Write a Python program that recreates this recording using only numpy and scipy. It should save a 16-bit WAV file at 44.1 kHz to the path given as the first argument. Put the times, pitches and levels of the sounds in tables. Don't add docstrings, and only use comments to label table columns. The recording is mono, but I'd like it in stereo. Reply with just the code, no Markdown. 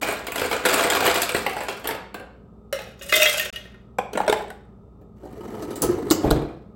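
import sys
import numpy as np
from scipy import signal
from scipy.fft import rfft, irfft, next_fast_len
from scipy.io import wavfile
from scipy.ndimage import uniform_filter1d

SR = 44100
rng = np.random.default_rng(int(sys.argv[2]) if len(sys.argv) > 2 else 0)


def transcribe(u):
    v = np.clip(np.atleast_2d(u).T, -1, 1)
    q = np.round(v * 32767).astype(np.int16)
    wavfile.write(sys.argv[1], SR, q)


N = 297675
TIME = np.arange(N) / SR
RING = TIME[:SR // 3]


# start in seconds, length in seconds, level in dB, crunch in dB relative to that level.
DIG_STROKES = [(-0.02, 0.12, -26.5, -7.5), (.335, 0.089, -28.5, -4), (.505, 0.039, -30, -6.5),
               (.632, 0.025, -23.5, -7.5), (.675, 0.15, -22.5, -6.5), (.9, 0.19, -24, -6.5),
               (1.14, 0.021, -25, -3.5), (1.29, 0.085, -35, -1), (1.46, 0.28, -39, -6),
               (1.865, 0.013, -43, -17.5)]
DIG_ATTACK_S, DIG_SETTLE_DB_PER_S = 0.019, 135.5
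# start in seconds, level in dB, hardness in dB.
CUBE_KNOCKS = [(.086, -31.5, -2), (.2678, -32, 3.5), (.2815, -36.5, -4.5), (.319, -32.5, 4),
               (.4165, -25.5, -4.5), (.4481, -32, 0.5), (.5119, -27, -2), (.5278, -24, -1.5),
               (.5444, -48, 3.5), (.6515, -21, -1), (.6575, -22, 3), (.687, -27, 6), (.7045, -29, 1.5),
               (.7325, -26, 1), (.7403, -32.5, 14), (.7575, -29, 0.5), (.776, -33, 2), (.793, -25.5, 0.5),
               (.838, -24.5, 1), (.847, -31, -9.5), (.9005, -21, 4), (.95, -25, 2.5), (.9585, -32.5, 2.5),
               (1.0238, -26.5, -6), (1.058, -24, 1), (1.0653, -21, 2), (1.076, -20.5, -1),
               (1.098, -27.5, 0), (1.112, -28, 1), (1.1426, -29, 7.5), (1.158, -29.5, 0.5),
               (1.2179, -27.5, 11.5), (1.23, -28, 6), (1.2914, -26, 0.5), (1.3468, -23, -2.5),
               (1.3644, -29, 2.5), (1.4635, -23.5, -4.5), (1.4944, -39, 3), (1.5658, -33, -5),
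               (1.6055, -32, -4), (1.6841, -29, -0.5), (1.843, -36.5, -2), (1.854, -34, -5),
               (1.8726, -30, 9), (1.8885, -29.5, -2.5), (1.9082, -31, -0.5), (1.947, -37, -4),
               (2.143, -34.5, -3.5), (2.1975, -43.5, -7)]
# frequency in Hz, relative density in dB per Hz.
ICE_COLOUR = [(54, -17), (90, -2.5), (140, -17.5), (220, -9.5), (430, 5), (700, 1.5), (1050, -0.5),
              (1500, 1.5), (2500, -0.5), (4200, -13), (5800, -25), (9000, -23.5), (15000, -28.5)]
# mean frequency in Hz, mean relative level in dB, t60 in seconds.
BIN_MODES = [(198, -10, 0.063), (286, -7, 0.1), (429, -5, 0.06), (507, -7, 0.06), (614, -8, 0.06),
             (675, 0, 0.06), (880, 1, 0.05), (1005, -2, .07), (1404, -1, 0.055), (1604, -2, 0.06),
             (2180, -10, .025), (2436, -10, 0.025), (3500, -13, .025)]


def ice_bin():
    force = strokes(DIG_STROKES, DIG_ATTACK_S, DIG_SETTLE_DB_PER_S)
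    grind = rattle(force, ICE_COLOUR, BIN_MODES,
                   per_s=270, spread_db=18, t60=.032, ring_db=-3, count=32)
    knocks = blows(CUBE_KNOCKS, ICE_COLOUR, BIN_MODES,
                   t60=0.04, ring_db=-9.5, thud_db=-2.0, tick_db=-5.5)
    return kitchen(grind + knocks, wet_db=-3.5)


# start in seconds, level in dB, hardness in dB.
RIM_TAPS = [(2.7265, -29.5, 1), (2.7886, -39, -6)]
# start in seconds, length in seconds, level in dB, crunch in dB relative to that level.
POUR_SLIDES = [(2.73, .08, -45, -4), (2.99, 0.09, -48, 6), (3.075, .05, -46, 9), (3.122, 0.12, -30, 7),
               (3.27, .07, -37, 7), (3.375, 0.05, -38, 2), (3.6, .1, -60, -10)]
POUR_ATTACK_S, POUR_SETTLE_DB_PER_S = 0.011, 149
# start in seconds, level in dB,
# hardness in dB, main note in Hz, its level in dB, second note in Hz, its level in dB.
TUMBLER_HITS = [(3.0114, -43, 0, 2853, -39, 1848, -42), (3.093, -38, 4, 2853, -28, 1848, -37),
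                (3.1235, -17.5, 0, 2050, -13, 2520, -19), (3.1385, -26, 6, 3591, -18, 2085, -22),
                (3.1445, -27, 3, 3296, -23, 3649, -23), (3.1644, -28, 4, 3649, -26, 2085, -23),
                (3.1991, -22.5, 3, 2806, -20, 2050, -20), (3.2195, -20.5, 7, 2571, -14, 2806, -18),
                (3.2364, -29, 4, 2806, -17, 2520, -19), (3.2555, -21, 2, 2050, -14.5, 1848, -22),
                (3.261, -26, 1, 3296, -15.5, 3210, -21), (3.2874, -28, 2, 2085, -22, 3591, -28),
                (3.3414, -29, -1, 2595, -29, 3210, -28), (3.3804, -29, 11, 2853, -26, 3210, -29),
                (3.3965, -27, 11, 1848, -25, 2755, -27), (3.4544, -34, -3, 1848, -33, 3210, -36),
                (3.533, -46, -2, 2870, -36, 1868, -46), (3.5595, -40, 9, 2885, -25, 1868, -33),
                (3.6526, -49, -5, 1848, -46, 2885, -54), (3.743, -56, -8, 1848, -53, 2885, -58)]
# time in seconds, t60 in seconds.
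WALL_DECAY = [(3.12, .21), (3.3, .16), (3.55, .13)]
# frequency in Hz, relative density in dB per Hz.
STEEL_COLOUR = [(150, -50.5), (250, -18.5), (420, -8.5), (620, 0), (900, -18), (1400, -4.5), (2100, -9.5),
                (3000, -8), (3700, -7.5), (4400, -14.5), (5300, -17), (7500, -23), (10000, -19.5),
                (15000, -23.5)]
# mean frequency in Hz, mean relative level in dB, t60 in seconds.
COVERED_MODES = [(1733, -3, .12), (2067, -1, .12), (2560, 0, .12), (2805, 0, .1), (3521, -3, .12),
                 (3935, -4, .12), (4350, -4, .12)]
TUMBLER_MODES = [(1346, -1, 0.06), (1560, -1, .05), (1848, -3, .07), (2075, -2, 0.08), (2520, 0, 0.06),
                 (2595, -4, .09), (2806, -3, 0.08), (3210, -7, .08), (3296, -7, .09), (3620, -3, 0.09),
                 (4732, -10, 0.08), (5250, -7, .06), (6050, -9, 0.06), (6700, -6, 0.08)]


def tumbler():
    taps = blows(RIM_TAPS, STEEL_COLOUR, COVERED_MODES,
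                 t60=.036, ring_db=-10, thud_db=-4.5, tick_db=-3.5)
    flow = strokes(POUR_SLIDES, POUR_ATTACK_S, POUR_SETTLE_DB_PER_S)
    slide = rattle(flow, STEEL_COLOUR, TUMBLER_MODES, per_s=190, spread_db=14, t60=0.025, ring_db=-4)
    hits = blows(TUMBLER_HITS, STEEL_COLOUR, TUMBLER_MODES,
                 t60=.03, ring_db=-6, thud_db=-10.5, tick_db=-11.0, focus_db=6)
    times, _, _, main_hz, main_db, second_hz, second_db = np.transpose(TUMBLER_HITS)
    decay = np.interp(times, *np.transpose(WALL_DECAY))
    wall = notes(times, main_hz, main_db, decay) + notes(times, second_hz, second_db, decay)
    ringing = kitchen(wall + hollow(), wet_db=-15)
    return ringing + kitchen(taps + slide + hits, wet_db=-3)


# start in seconds, centre of the wavering note in Hz, level in dB.
HOLLOW = [(2.7265, 544, -21), (2.7886, 528, -30), (3.0114, 550, -40), (3.06, 560, -40), (3.093, 580, -38),
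          (3.1385, 612, -23), (3.1644, 618, -23), (3.1991, 628, -19), (3.2195, 622, -19),
          (3.2555, 615, -25), (3.3414, 590, -28), (3.3965, 640, -34), (3.4544, 600, -40),
          (3.5595, 600, -48)]
HOLLOW_T60_S, HOLLOW_WAVER = .24, .022


def hollow():
    power = np.zeros((1, N))
    for s, _, db in HOLLOW:
        push = (1 - np.exp(-RING / BODY_RISE_S)) * amp(db - 60 * RING / HOLLOW_T60_S)
        add(power, s, push[None] ** 2)
    waver = np.interp(TIME, np.linspace(0, TIME[-1], 900), rng.standard_normal(900))
    hz = np.interp(TIME, *np.transpose(HOLLOW)[:2]) * (1 + HOLLOW_WAVER * waver)
    turns = np.cumsum(hz) / SR + np.array([[0], [1 / 4]])
    return np.sqrt(2 * power) * np.sin(2 * np.pi * turns)


# start in seconds, level in dB, hardness in dB, note in Hz, note level in dB.
SCOOP_KNOCKS = [(3.9851, -24.5, -3, 780, -24.5), (4.132, -38.5, 7.5, 424.6, -26.5),
                (4.1524, -34.5, -9.5, 640, -41), (4.174, -24, 2, 602, -16.5),
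                (4.2013, -31, -5.5, 823, -15.5), (4.2335, -38, -4.5, 1394, -40),
                (4.2786, -21.5, 0.5, 614, -12.5), (4.2962, -23.5, 5, 436, -9), (4.3255, -22.5, 1, 840, -10),
                (4.4055, -42, -8.5, 720, -47.5), (4.5025, -41.5, 5.5, 1490, -36)]
# start in seconds, length in seconds, level in dB, crunch in dB relative to that level.
CUBE_NUDGES = [(4.125, .12, -38, -12), (4.28, .06, -34, -10)]
# frequency in Hz, relative density in dB per Hz.
SCOOP_COLOUR = [(114, -30), (190, -7.5), (300, -7.5), (410, -1), (800, 5), (1200, -4), (1600, -1.5),
                (2000, -10.5), (3300, -12), (6000, -27.5), (8500, -24), (11000, -30.5), (15000, -39)]
# mean frequency in Hz, mean relative level in dB, t60 in seconds.
SCOOP_MODES = [(199, -4, .15), (300, -4, .07), (407, 2, .11), (495, 1, .06), (632, 3, .07), (671, 3, .07),
               (833, 3, .08), (1005, -4, .04), (1370, -2, .04), (1645, -1, .04)]


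def scoop():
    knocks = blows(SCOOP_KNOCKS, SCOOP_COLOUR, SCOOP_MODES,
                   t60=.032, ring_db=-9, thud_db=0.5, tick_db=-12)
    times, _, _, hz, db = np.transpose(SCOOP_KNOCKS)
    shell = pan(notes(times, hz, db, t60=.05), left_db=4)
    nudge = strokes(CUBE_NUDGES, DIG_ATTACK_S, DIG_SETTLE_DB_PER_S)
    cubes = rattle(nudge, ICE_COLOUR, SCOOP_MODES, per_s=220, spread_db=14, t60=.025, ring_db=-5)
    return pan(kitchen(knocks + shell + cubes, wet_db=-9), left_db=1)


# time in seconds, level in dB.
ROLL_CURVE = [(5.15, -59), (5.25, -46.5), (5.5, -35), (5.8, -34), (5.9, -25.5), (6.0, -35), (6.17, -31),
              (6.21, -32.5), (6.24, -28)]
BEARING_HISS_DB = -19.5
# start in seconds, level in dB, hardness in dB.
DRAWER_KNOCKS = [(5.012, -63, -7.5), (5.2314, -55.5, -9.5), (5.252, -52, -6.5), (5.6226, -41.5, -0.5),
                 (5.7054, -43, 0.5), (5.7568, -44.5, 10.5), (5.8195, -33.5, 16.5), (5.8255, -30, -2),
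                 (5.8354, -32.5, 0), (5.8894, -51.5, -17), (5.9774, -54, -13), (6.1095, -23, 5.5),
                 (6.2425, -34, -8), (6.2574, -45, -9.5), (6.311, -29.5, -4.5)]
# start in seconds, length in seconds, level in dB, crunch in dB relative to that level.
SHUDDER = [(6.228, 0.13, -24, -26.5), (6.37, 0.11, -40, -45)]
SHUDDER_ATTACK_S, SHUDDER_SETTLE_DB_PER_S = 0.011, 129.5
# start in seconds, level in dB over the first 50 ms.
DOOR_THUDS = [(5.826, -36.5), (6.254, -27), (6.31, -18.5)]
SEAL_RISE_S = .006
# frequency in Hz, relative density in dB per Hz.
DRAWER_COLOUR = [(42, -12), (70, 11.5), (150, -4.5), (300, -0.5), (480, 7), (900, -4), (1400, -9),
                 (2100, -19), (4200, -13), (5800, -13.5), (9000, -10.5), (15000, -14.5)]
RAIL_COLOUR = [(54, -22), (90, 7), (200, 5), (430, 9.5), (700, -0.5), (1500, -9), (2200, -18), (4000, -23),
               (6000, -34.5), (9000, -31), (15000, -38)]
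# mean frequency in Hz, mean relative level in dB, t60 in seconds.
DRAWER_MODES = [(242, -8, .15), (298, 13, .09), (343, 4, .16), (423.5, 4, .25), (515, 4.5, .11),
                (740, -2, .06), (1170, -7, .05), (1480, -12, .03), (4340, -9, .04)]
CABINET_MODES = [(36, 5.5, .18), (50, 4.5, .22), (64, 0, .2), (80, -3, .2), (146, 10, .2), (205, 0, .1),
                 (255, -6, .13), (390, -16, .3)]


def drawer():
    speed = amp(np.interp(TIME, *np.transpose(ROLL_CURVE), left=-np.inf, right=-np.inf))
    roll = rattle([speed, speed * amp(BEARING_HISS_DB)], RAIL_COLOUR, DRAWER_MODES,
                  per_s=680, spread_db=10, t60=0.04, ring_db=-10)
    shake = strokes(SHUDDER, SHUDDER_ATTACK_S, SHUDDER_SETTLE_DB_PER_S)
    baskets = rattle(shake, RAIL_COLOUR, DRAWER_MODES,
                     per_s=630, spread_db=15.5, t60=0.068, ring_db=-28.5)
    knocks = blows(DRAWER_KNOCKS, DRAWER_COLOUR, DRAWER_MODES,
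                   t60=0.11, ring_db=-3.5, thud_db=6.5, tick_db=-2.5)
    out = roll + rail_bumps() + baskets + knocks
    for s, db in DOOR_THUDS:
        thud = ring(CABINET_MODES) * (1 - np.exp(-RING / SEAL_RISE_S))
        add(out, s, amp(db) * thud / rms(thud[:, :SR // 20]))
    return kitchen(out, wet_db=-8.5)


# start in seconds, level in dB before the shared trim BUMP_DB, pitch in Hz.
RAIL_BUMPS = [(5.373, -25, 427), (5.537, -28, 493), (5.582, -26.5, 431), (5.604, -27.5, 420),
              (5.69, -26.5, 348), (5.731, -28, 403), (5.775, -30, 358), (5.826, -14.5, 493),
              (5.888, -11, 347), (6.0, -17.5, 466), (6.028, -18, 280), (6.06, -18.5, 401),
              (6.109, -3, 314.4), (6.234, -18.5, 300)]
BUMP_DB, BUMP_T60_S = -7, .14


def rail_bumps():
    times, db, hz = np.transpose(RAIL_BUMPS)
    return notes(times, hz, db + BUMP_DB, t60=BUMP_T60_S)


# start in seconds, level in dB, hardness in dB.
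LATCH_SNAPS = [(6.1025, -33, 8), (6.1085, -27, 4), (6.3055, -33, 4), (6.3095, -22.5, 0)]
# frequency in Hz, relative density in dB per Hz.
LATCH_COLOUR = [(200, -8), (1400, -2), (2300, -28), (3400, -4), (4500, 1), (6000, -21), (8500, -9),
                (15000, -24)]
# mean frequency in Hz, mean relative level in dB, t60 in seconds.
LATCH_MODES = [(1440, -1, .03), (3410, -1, .015), (4300, -4, .015), (7900, -7, .015)]


def latch():
    snaps = blows(LATCH_SNAPS, LATCH_COLOUR, LATCH_MODES, t60=.016, ring_db=-7, thud_db=-3, tick_db=-4)
    return kitchen(snaps, wet_db=-15)


# frequency in Hz, relative density in dB per Hz.
FAN_COLOUR = [(15, -42), (25, -27.5), (49, -7), (128, -7.5), (146, -11.5), (207, -2), (250, -11.5),
              (354, -18), (383, -8.5), (529, -19), (1150, -29.5), (1280, -21), (1500, -45), (15000, -62)]
FAN_DB = -48
# mean frequency in Hz, level in dB.
HUM = [(59.2, -52), (118.4, -58), (172.3, -58), (382, -64), (1244, -77), (3612, -86)]


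def fridge():
    air = colour(rng.standard_normal((2, N)), FAN_COLOUR)
    tones = 0
    for hz, db in HUM:
        waver = np.interp(TIME, np.linspace(0, TIME[-1], 100), rng.standard_normal(100))
        turns = np.cumsum(hz * (1 + .006 * waver)) / SR + rng.random((2, 1))
        tones = tones + amp(db) * np.sqrt(2) * np.sin(2 * np.pi * turns)
    return amp(FAN_DB) * air / rms(air) + tones


# frequency in Hz, t60 in seconds.
KITCHEN = [(100, 0.48), (300, 0.54), (1800, 0.53), (4800, 0.48), (9000, 0.26), (15000, 0.16)]


def kitchen(x, wet_db):
    t = TIME[:SR]
    hz = np.fft.rfftfreq(SR, 1 / SR)
    noise = rfft(rng.standard_normal((2, SR)))
    centres = [f for f, _ in KITCHEN]
    tail = 0
    for share, (_, t60) in zip(np.eye(len(KITCHEN)), KITCHEN):
        tail = tail + irfft(noise * on_log(hz, np.c_[centres, share])) * amp(-60 * t / t60)
    tail = tail * (1 - np.exp(-t / 0.00064))
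    tail = tail / rms(tail) / np.sqrt(SR)
    return x + amp(wet_db) * signal.fftconvolve(x, tail, axes=1)[:, :N]


def strokes(table, attack_s, settle_db_per_s):
    power = 0
    for s, length, db, crunch in table:
        settle = amp(-settle_db_per_s * np.maximum(TIME - s - length, 0))
        swell = np.clip((TIME - s) / attack_s, 0, 1) * settle
        power = power + (swell * amp([[db], [db + crunch]])) ** 2
    return np.sqrt(power)


def rattle(force, spectrum, modes, per_s, spread_db, t60, ring_db, count=16):
    first, last = np.flatnonzero(force[0] > amp(-85))[[0, -1]]
    grains = 0
    for _ in range(count):
        chance, size = rng.random((2, N))[:, first:last]
        pushes = (chance < per_s / count / SR) * amp(spread_db * size ** 2)
        piece = contact(spectrum, modes, t60, ring_db)
        grains = grains + signal.fftconvolve(pushes[None], piece, axes=1)[:, :last - first]
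    body, top = np.zeros((2, 2, N))
    body[:, first:last] = even(band(grains, 40, 5000))
    top[:, first:last] = even(band(grains, 5000, 16000))
    return force[0] * body + force[1] * top


FOCUS_OCTAVES = .35


def blows(table, spectrum, modes, t60, ring_db, thud_db, tick_db, focus_db=0, count=2):
    out = np.zeros((2, N))
    for s, db, hardness, *note in table:
        hit = contact(spectrum, modes, t60, ring_db)
        if focus_db:
            hit = shape(hit, lambda hz: amp(
                focus_db * np.exp(-(np.log2((hz + 1) / note[0]) / FOCUS_OCTAVES) ** 2)))
        strength = amp([db + thud_db - hardness, db, db + tick_db + hardness])
        for _ in range(count):
            attack = [rms(band(hit[:, :SR // 50], *edges))
                      for edges in [(150, 900), (900, 4500), (4500, 16000)]]
            hit = colour(hit, np.c_[(500, 2000, 8000), 20 * np.log10(strength / attack)])
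        add(out, s, hit)
    return out


BODY_RISE_S = 0.0012
TREBLE_HZ = 5230


def contact(spectrum, modes, t60, ring_db, vary_db=5.0):
    ripple = np.c_[np.geomspace(400, 16000, 36), vary_db * rng.standard_normal(36)]
    low, high = rng.standard_normal((2, 2, len(RING)))
    low, high = band(low, 20, TREBLE_HZ), band(high, TREBLE_HZ, 20000)
    rise = 1 - np.exp(-RING / BODY_RISE_S)
    crack = (low * rise + high) * amp(-60 * RING / t60)
    crack = shape(crack, lambda hz: amp(on_log(hz, spectrum) + on_log(hz, ripple)))
    return crack / rms(crack) + amp(ring_db) * rise * ring(modes)


def ring(modes):
    out = 0
    for hz, db, t60 in modes:
        weight = amp(db + 2 * rng.standard_normal()) * np.exp(2j * np.pi * rng.random())
        ports = np.array([[1], [rng.choice([1j, -1j])]])
        hz = hz * (1 + 0.0024 * rng.standard_normal())
        decay = np.log(1000) / t60
        out = out + (weight * ports * np.exp((2j * np.pi * hz - decay) * RING)).imag
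    return out / rms(out)


def notes(times, pitches, levels, t60):
    out = np.zeros((2, N))
    for s, hz, db, decay in zip(times, pitches, levels, np.broadcast_to(t60, len(times))):
        turns = hz * RING + rng.random() + np.array([[0], [1 / 4]])
        fade = (1 - np.exp(-RING / BODY_RISE_S)) * amp(db - 60 * RING / decay)
        add(out, s, np.sqrt(2) * fade * np.sin(2 * np.pi * turns))
    return out


def amp(db):
    return 10 ** (np.asarray(db) / 20)


def rms(x):
    return np.sqrt(np.mean(x ** 2)) + 1e-12


def on_log(hz, points, axis=1):
    points = np.array(points)
    return np.interp(np.log(hz + 1), np.log(points[:, 0]), points[:, axis])


def shape(x, gain):
    size = next_fast_len(x.shape[-1] // 2 + 2048) * 2
    cepstrum = irfft(np.log(gain(np.fft.rfftfreq(size, 1 / SR)) + 1e-6))
    cepstrum[1:size // 2] *= 2
    cepstrum[size // 2 + 1:] = 0
    return irfft(rfft(x, size) * np.exp(rfft(cepstrum)))[..., :x.shape[-1]]


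def colour(x, spectrum):
    return shape(x, lambda hz: amp(on_log(hz, spectrum)))


def band(x, lo_hz, hi_hz):
    return signal.sosfilt(signal.butter(3, [lo_hz, hi_hz], "band", fs=SR, output="sos"), x + 1e-18)


def even(x):
    power = uniform_filter1d(np.mean(x ** 2, axis=0), SR // 14)
    return x / np.sqrt(power + 1e-3 * rms(x) ** 2)


def pan(x, left_db):
    return x * amp([[left_db / 2], [-left_db / 2]])


def add(out, s, sound):
    start = max(int(s * SR), 0)
    out[:, start:start + sound.shape[-1]] += sound[:, :N - start]


# frequency in Hz, likeness from 0 to 1, left minus right gain in dB.
PORTS = [(30, .995, 0), (60, .97, 0), (200, .9, .4), (400, .82, .8), (700, .45, 3.4), (1300, .42, 1),
         (2500, .1, 2.3), (4200, .1, -1.2), (5500, .1, -1), (7500, .92, -.4), (15000, .92, -.4)]
PORT_LAG_S, LAG_ABOVE_HZ = .000256, 5000


def scene():
    near, other = rfft(ice_bin() + tumbler() + scoop() + drawer() + latch() + fridge())
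    hz = np.fft.rfftfreq(N, 1 / SR)
    alike = np.clip(on_log(hz, PORTS), 0, 1)
    lean_db = on_log(hz, PORTS, axis=2)
    lag_s = PORT_LAG_S * np.clip((hz - LAG_ABOVE_HZ) / 1500, 0, 1)
    left = (alike * near + np.sqrt(1 - alike ** 2) * other) * np.exp(-2j * np.pi * hz * lag_s)
    return irfft(np.array([left * amp(lean_db / 2), near * amp(-lean_db / 2)]), N)


# start in seconds, end in seconds.
DROPOUT = (3.503, 3.527)
TOP_HZ = 15900


def record(dry):
    silent = (TIME > DROPOUT[0]) & (TIME < DROPOUT[1])
    live = uniform_filter1d(1. - silent, size=64)
    low_pass = signal.ellip(8, .2, 70, TOP_HZ, fs=SR, output="sos")
    return signal.sosfilt(low_pass, np.clip(dry * live, -1, 1))


dry = scene()
out = record(dry)
transcribe(out)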